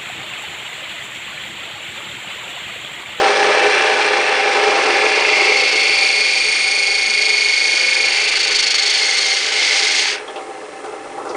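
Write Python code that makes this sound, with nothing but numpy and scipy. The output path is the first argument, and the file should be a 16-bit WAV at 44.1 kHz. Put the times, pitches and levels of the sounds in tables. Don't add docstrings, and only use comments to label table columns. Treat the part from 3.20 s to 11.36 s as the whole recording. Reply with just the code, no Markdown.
import sys
import numpy as np
from scipy import signal
from scipy.fft import rfft, irfft
from scipy.io import wavfile
from scipy.ndimage import uniform_filter1d

SR = 44100
rng = np.random.default_rng(int(sys.argv[2]) if len(sys.argv) > 2 else 0)


def store_wav(level_fs):
    pcm = np.round(np.clip(np.atleast_2d(level_fs), -1, 1) * 32767)
    wavfile.write(sys.argv[1], SR, pcm.T.astype(np.int16))


N = 359856
T = np.arange(N) / SR
HZ = np.fft.rfftfreq(N, 1 / SR)
STEP = 64

TURN = 1711
DIP_S = 5.461
LIFT_S = 6.95
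WEAR_S = (3.6, 4.1)

# time_s, press_shaking_db, dull_grinding_db,
# lower_chatter_db, upper_chatter_db, bright_scraping_db
CUT_LEVELS = [(0, -15.5, -19.5, -34, -26.5, -27), (.7, -19, -18, -31, -22, -27.5),
              (1.15, -20.5, -19.5, -26, -21, -29.5), (1.45, -17.5, -21, -25, -22.5, -26),
              (1.82, -17.5, -22, -21, -19.5, -26), (2.05, -21, -24.5, -18, -18, -25),
              (2.24, -22, -28, -16.5, -17, -22.5), (2.5, -26, -31.5, -19.5, -18, -22),
              (3.05, -33.5, -31.5, -21.5, -19, -23), (3.7, -48, -33, -20, -21.5, -24),
              (4.3, -53, -32.5, -17.5, -22.5, -22), (4.8, -40, -27.5, -21.5, -21, -22.5),
              (5.05, -38, -29, -21, -19, -22.5), (5.42, -51, -30, -29, -26.5, -19.5),
              (5.9, -41, -28.5, -24, -34, -20), (6.1, -36, -31, -29, -34, -19.5),
              (6.3, -38, -27, -27, -37, -21.5), (6.42, -33, -28, -25, -34, -18),
              (6.58, -33, -28.5, -21.5, -28, -18), (6.8, -37.5, -26, -29, -38, -19),
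              (6.89, -41, -24.5, -26, -30, -20), (6.95, -32.5, -28, -36, -31, -27)]
# time_s, share_of_marks_met_again (0-1),
# scraping_throb_db, screech_throb_db
TURN_MARKS = [(0, 0.43, 2, 2), (1.5, 0.54, 1, 13), (2, 0.32, -1.5, 18), (2.6, 0.59, 3, -0.5),
              (4, 0.65, -2, -3.5), (4.82, 0.78, 1.5, 5.5), (4.95, 0.68, 0.5, 4), (5.5, 0.3, 8, 14),
              (5.8, 0.5, 0, 11), (6.35, 0.38, 0, 13), (6.9, 0.58, 0, 9), (7.1, 0.4, 4, 2)]
# decay_db_per_s,
# level_db of the bit spinning in the air
FREE_BIT = [(100, -33.5), (130, -41.5), (250, -48), (150, -55.5), (450, -56)]


def gain_of(db):
    return 10 ** (np.asarray(db) / 20)


def evened(x):
    return x / np.sqrt(np.mean(x ** 2) + 1e-20)


def curve(rows, order, before=None):
    rows = np.array(rows)
    return np.interp(T, rows[:, 0], rows[:, order], before)


def fine(coarse):
    return np.interp(T, T[::STEP], coarse)


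def slow(rate):
    f = np.geomspace(.3, rate, 24)
    phase = rng.random(24)
    waves = np.sin(2 * np.pi * (T[::STEP, None] * f + phase))
    return evened(waves @ f ** -.5)


def flicker(db, rate):
    pole = np.exp(-2 * np.pi * rate * STEP / SR)
    noise = signal.lfilter([1], [1, -pole], rng.standard_normal(len(T[::STEP])))
    return fine(gain_of(db * evened(noise)))


def read(points, hz):
    f, db = np.transpose(points)
    return gain_of(np.interp(np.log(hz + 1), np.log(f + 1), db))


def peak(hz, centre_hz, width):
    return 1 / (1 + (2 * (hz - centre_hz) / width) ** 2)


def with_modes(points, modes, hz):
    modal_power = sum(gain_of(db) ** 2 * peak(hz, f, w) ** 2 for f, w, db in modes)
    return read(points, hz) * np.sqrt(1 + modal_power)


def press_gain(hz):
    # frequency_hz, relative_density_db_per_hz
    structure_spectrum = [(88, -59), (150, -41.5), (351, -6), (428, -5), (470, -13.5), (500, -7), (650, -9),
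                          (794, -4.5), (1260, -7.5), (1360, -4.5), (1520, -35.5), (6000, -50.5),
                          (7800, -80), (13200, -120)]
    # frequency_hz, width_hz, height_above_spectrum_db
    structure_modes = [(352, 12, 7), (427, 43.6, 13.5), (493, 64, 7), (608, 64, 7), (787.6, 31.5, 14),
                       (1390, 13, -1.5), (1720, 65, -1), (2150, 30, 10.5), (3350, 100, 5.5),
                       (5850, 270, 17)]
    return with_modes(structure_spectrum, structure_modes, hz)


def resonate(x, hz, width):
    turning = np.exp(2j * np.pi * np.cumsum(hz) / SR)
    r = np.exp(-np.pi * width / SR)
    smooth = signal.lfilter([1], [1, -2 * r, r * r], x * turning.conj())
    return evened((turning * smooth).real)


def surface(memory, gains):
    turns = N // TURN + 1
    fresh = rng.standard_normal((turns, TURN))
    keep = np.clip(memory[::TURN], 0, .98)
    marks = [fresh[0]]
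    for new, share in zip(fresh[1:], keep[1:]):
        marks.append(share * marks[-1] + np.sqrt(1 - share ** 2) * new)
    return evened(irfft(rfft(np.ravel(marks)[:N]) * gains, N))


def throb(depth_db, lag, power):
    angle = ((T - DIP_S) * SR / TURN - lag) % 1
    gain = gain_of(uniform_filter1d(-depth_db * angle ** power, size=400))
    return gain / np.sqrt(uniform_filter1d(gain ** 2, TURN))


def lines(table, crest, scatter, waver_db, waver_turns, rate):
    out = np.zeros(N)
    angle = (np.arange(TURN) - DIP_S * SR) / TURN - crest
    for hz, *db in table:
        multiple = np.round(hz * TURN / SR)
        carrier = np.resize(np.exp(2j * np.pi * multiple * angle), N)
        level_db = np.interp(T[::STEP], WEAR_S, (db[0], db[-1]))
        gain = gain_of(level_db + waver_db * slow(rate))
        phase = waver_turns * slow(rate) + scatter * rng.standard_normal()
        out += (carrier * fine(gain * np.exp(2j * np.pi * phase))).real
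    return out / np.sqrt(uniform_filter1d(out ** 2, size=8 * TURN))


def comb(hz, below, above, early_db, late_db, fall_db):
    rows = []
    for k in range(-below, above + 1):
        early, late = (-(k != 0) * (db + fall_db * (abs(k) - 1)) for db in (early_db, late_db))
        rows.append((hz + k * SR / TURN, early, late))
    return rows


def settled(start_s):
    largest_share, settle_time_s = .88, .5
    break_s, break_time_s = 4.84, .09
    growth = 1 - np.exp(-np.maximum(T - start_s, 0) / settle_time_s)
    return largest_share * growth * np.clip(1 - (T - break_s) / break_time_s, 0, 1)


def cut_gain(rows, order, db_per_s, free_db):
    cutting_db = curve(rows, order, before=-94.0) - db_per_s * np.maximum(T - LIFT_S, 0)
    return np.hypot(gain_of(cutting_db), gain_of(free_db))


def floor():
    # frequency_hz, relative_density_db_per_hz
    hiss_spectrum = [(20, -29), (150, -33), (400, -10.5), (2000, -12.5), (5000, 4), (9800, 5), (10500, -8)]
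    # centre_s, half_length_s, level_db
    bass_swells = [(2.77, 0.073, -50), (3.22, .12, -51), (3.77, .15, -54), (4.897, .1, -48),
                   (5.4, 0.37, -53), (6.048, .15, -55)]
    hiss = gain_of(-47.5) * surface(0 * T, read(hiss_spectrum, HZ))
    deep_bass = surface(0 * T, peak(HZ, 0, 68)) * flicker(2.7, 12)
    level = gain_of(-62 - 6.5 * (T > LIFT_S))
    for s, half, db in bass_swells:
        level = level + gain_of(db) * np.exp(-2 * ((T - s) / half) ** 2)
    return hiss + level * deep_bass


def hum():
    # time_s, tone_peak_db before flicker, rumble_db
    motor_levels = [(0, -47, -48), (1.5, -55, -46), (5.3, -56, -51.5), (5.8, -68, -49.5), (7, -61, -47.5),
                    (7.6, -64, -44.5), (8.16, -61, -38.5)]
    tone_hz = 208
    tone = flicker(3.5, 6) * np.sin(2 * np.pi * (tone_hz * T + fine(.5 * slow(6))))
    rumble = surface(0 * T, peak(HZ, 130, 90) + gain_of(17) * peak(HZ, 320, 130) ** 2)
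    return gain_of(curve(motor_levels, order=1)) * tone + gain_of(curve(motor_levels, order=2)) * rumble


def knocks():
    # start_s, level_db before a common 5 dB cut,
    # ring_hz, ring_width_hz, ring_db against the body
    lever_knocks = [(7.074, -22.5, 3300, 500, -6), (7.156, -21.5, 2900, 1400, -2),
                    (7.18, -23.5, 2500, 900, -10), (7.209, -30, 2140, 150, -2), (7.28, -28, 1850, 300, -27),
                    (7.415, -30, 1880, 300, -20), (7.639, -21, 1430, 200, -6), (7.723, -23, 2140, 300, -19),
                    (7.85, -24.5, 1790, 300, -13), (7.973, -18, 1830, 300, -15),
                    (8.049, -18.5, 1410, 200, -8), (8.088, -18.5, 5040, 2200, -8),
                    (8.144, -14, 2130, 400, -11)]
    length = 6000
    t = np.arange(length) / SR
    hz = np.fft.rfftfreq(length, 1 / SR)
    out = np.zeros(N + length)
    bursts = rng.standard_normal((len(lever_knocks), 2, length))
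    for (s, db, ring_hz, width, ring_db), (a, b) in zip(lever_knocks, bursts):
        body = evened(irfft(rfft(a) * press_gain(hz))) * gain_of(-60 * t / 0.38)
        ring_colour = np.sqrt(peak(hz, ring_hz, width) ** 2 + 0.0022)
        ring_decay_s = 0.14 + 18 / width
        ring = evened(irfft(rfft(b) * ring_colour)) * gain_of(ring_db - 60 * t / ring_decay_s)
        attack = np.minimum(t / .007, 1)
        out[round(s * SR):][:length] += gain_of(db - 5) * (body + ring) * attack
    return out[:N]


def press():
    # frequency_hz, relative_level_db
    edge_beats = [(258.4, -55), (360.7, -52), (414.5, -35.5), (511.4, -31.5), (565.2, -36.5),
                  (619.1, -37.5), (775.2, -38)]
    share = curve(TURN_MARKS, order=1)
    rumble = surface(0.83 * share, press_gain(HZ)) * flicker(1.6, 15.7)
    beats = gain_of(-7.5) * lines(edge_beats, .3, 0.44, 2.8, 0.26, 6)
    beats = beats * np.clip(3.0 * share - .3, 0, 1)
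    return cut_gain(CUT_LEVELS, 1, *FREE_BIT[0]) * (rumble + beats)


def grinding():
    # frequency_hz, relative_density_db_per_hz
    tearing_spectrum = [(500, -30), (850, 0), (1020, -9), (1360, -5), (1710, 3.5), (1910, 1), (2440, -1.5),
                        (3800, -9.5), (4570, -20), (5730, -13), (6960, -31.5), (8900, -19), (9860, -47.5),
                        (12800, -67), (21700, -120)]
    # frequency_hz, width_hz, height_above_spectrum_db
    lid_modes = [(1000, 17, -4), (1200, 66, 6.5), (1511, 66, 6), (1716, 83, 3), (2637, 59, 7),
                 (3260, 76, 2.5), (4170, 200, 9.5)]
    noise = surface(0.83 * curve(TURN_MARKS, order=1), with_modes(tearing_spectrum, lid_modes, HZ))
    noise = noise * flicker(2.64, 120) * throb(0.48 * curve(TURN_MARKS, order=2), .03, 1.5)
    return cut_gain(CUT_LEVELS, 2, *FREE_BIT[1]) * noise


def scraping():
    # frequency_hz, relative_density_db_per_hz
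    rubbing_spectrum = [(760, -48.5), (1300, -29.5), (1480, -11), (1610, -23.5), (2180, -2), (2480, -7),
                        (3300, -4.5), (3820, -6.5), (4560, -2.5), (5830, -8), (9860, -23.5), (12800, -61),
                        (21700, -120)]
    memory = .5 * curve(TURN_MARKS, order=1)
    depth_db = curve(TURN_MARKS, order=2)
    colour = read(rubbing_spectrum, HZ)
    low_share = peak(HZ, 0, 9900) ** 2
    low = surface(memory, colour * np.sqrt(low_share))
    high = surface(memory, colour * np.sqrt(1 - low_share))
    low = low * throb(depth_db, .02, 1.5) * flicker(2, 120)
    high = high * throb(6.2 * depth_db, 0.011, 5.0) * flicker(2.4, 40)
    return cut_gain(CUT_LEVELS, 5, *FREE_BIT[4]) * (low + gain_of(-3.5) * high)


def whistle():
    whistle_notes = [(4.85, 0.37, 0.9, .12, 4470, -90, -24.5, 0.056, .42),
                     (5.2, 0.51, 0.44, .25, 2160, -40, -26, -.09, .01),
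                     (6.2, .25, 0.29, .2, 2140, -11.5, -27, -.06, .01)]
    out = np.zeros(N)
    for s, rise, hold, fall, hz, glide, db, lag, drift in whistle_notes:
        pitch_hz = (hz + glide * (T - s)) * flicker(.09, 60)
        tone = np.sqrt(2) * np.sin(2 * np.pi * np.cumsum(pitch_hz) / SR)
        shape = np.interp(T - s, np.cumsum([0, rise, hold, fall]), [0, 1, 1, 0]) ** 2
        shape = shape * flicker(1.5, 15)
        beads = throb(24 + 0 * T, lag + drift * (T - s), 1.1)
        out += gain_of(db) * shape * beads * tone
    return out


def screech():
    # frequency_hz, width_hz, relative_level_db
    bit_modes = [
        [(2171, 100, -6), (2121, 204, -4.5)],
        [(2371, 168, -1.5), (2614, 260, -4), (3408, 22, -16.5)],
    ]
    # time_s, factor
    pitch_curve = [(0, 1), (1.6, 1.01), (2, 1.02), (2.25, 1), (4.84, 1), (4.92, 1.01), (5.3, 1.01),
                   (5.7, .975), (6.1, .97), (6.5, .99), (6.9, .96)]
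    # centre_hz, lines_below, lines_above,
    # early_drop_db and late_drop_db of the nearest lines, further_fall_db_per_line
    squeal_lines = [(2191, 1, 2, 13, 7, 7), (2423, 4, 2, 8, 9, 1), (4472, 6, 10, .5, 1, .9)]
    # frequency_hz, width_hz
    overtone_bands = [(4480, 330), (6620, 420), (8880, 450)]
    # time_s, second_db, third_db, fourth_db
    overtone_levels = [(1.6, -37, -51, -45), (2.1, -29, -60, -51), (2.4, -24.5, -48, -42.5),
                       (2.85, -22, -37, -38.5), (3.3, -22.5, -35, -35), (4.3, -22, -34.5, -37.5),
                       (4.85, -23, -36, -38), (5.5, -23.5, -32, -39), (6.05, -24.5, -29.5, -36.5),
                       (6.3, -36, -38, -45), (6.8, -26, -28.5, -41), (6.95, -43, -45, -48)]
    settle_s = (2.1, 2.6)

    drive = surface(1.05 * curve(TURN_MARKS, order=1), 1)
    depth_db = curve(TURN_MARKS, order=3)
    pitch = curve(pitch_curve, order=1)
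    out = np.zeros(N)
    for k, (modes, depth) in enumerate(zip(bit_modes, (1.1, .6))):
        rough = evened(sum(gain_of(db) * resonate(drive, hz * pitch, w) for hz, w, db in modes))
        clean = lines(comb(*squeal_lines[k]), .16, (.05, .15)[k], .8, .04, 3)
        share = settled(settle_s[k])
        tone = np.sqrt(1 - share) * rough + np.sqrt(share) * clean
        tone = tone * throb(depth * depth_db, 0.035, 0.46)
        out = out + tone * cut_gain(CUT_LEVELS, 3 + k, *FREE_BIT[2 + k])
    for k, (hz, width) in enumerate(overtone_bands):
        tone = resonate(drive, hz * np.sqrt(pitch), width)
        if k == 0:
            share = 0.62 * settled(settle_s[0])
            clean = lines(comb(*squeal_lines[2]), .77, .09, .73, .04, 3.3)
            tone = np.sqrt(1 - share) * tone + np.sqrt(share) * clean
        level = cut_gain(overtone_levels, order=k + 1, db_per_s=FREE_BIT[4][0], free_db=-90.)
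        out = out + level * tone * throb(6.3 * depth_db, 0.019, 9.4)
    return out


def scene():
    background = floor() + hum() + knocks()
    cut = press() + grinding() + scraping() + whistle() + screech()
    return (background + cut)[None]


def record(dry):
    ceiling, edge_hz = 1.325, 10050
    held = ceiling * np.tanh(dry / ceiling)
    low_pass = signal.firwin(801, edge_hz, window=("kaiser", 10), fs=SR)
    return signal.oaconvolve(held, low_pass[None], "same")


dry = scene()
out = record(dry)
store_wav(out)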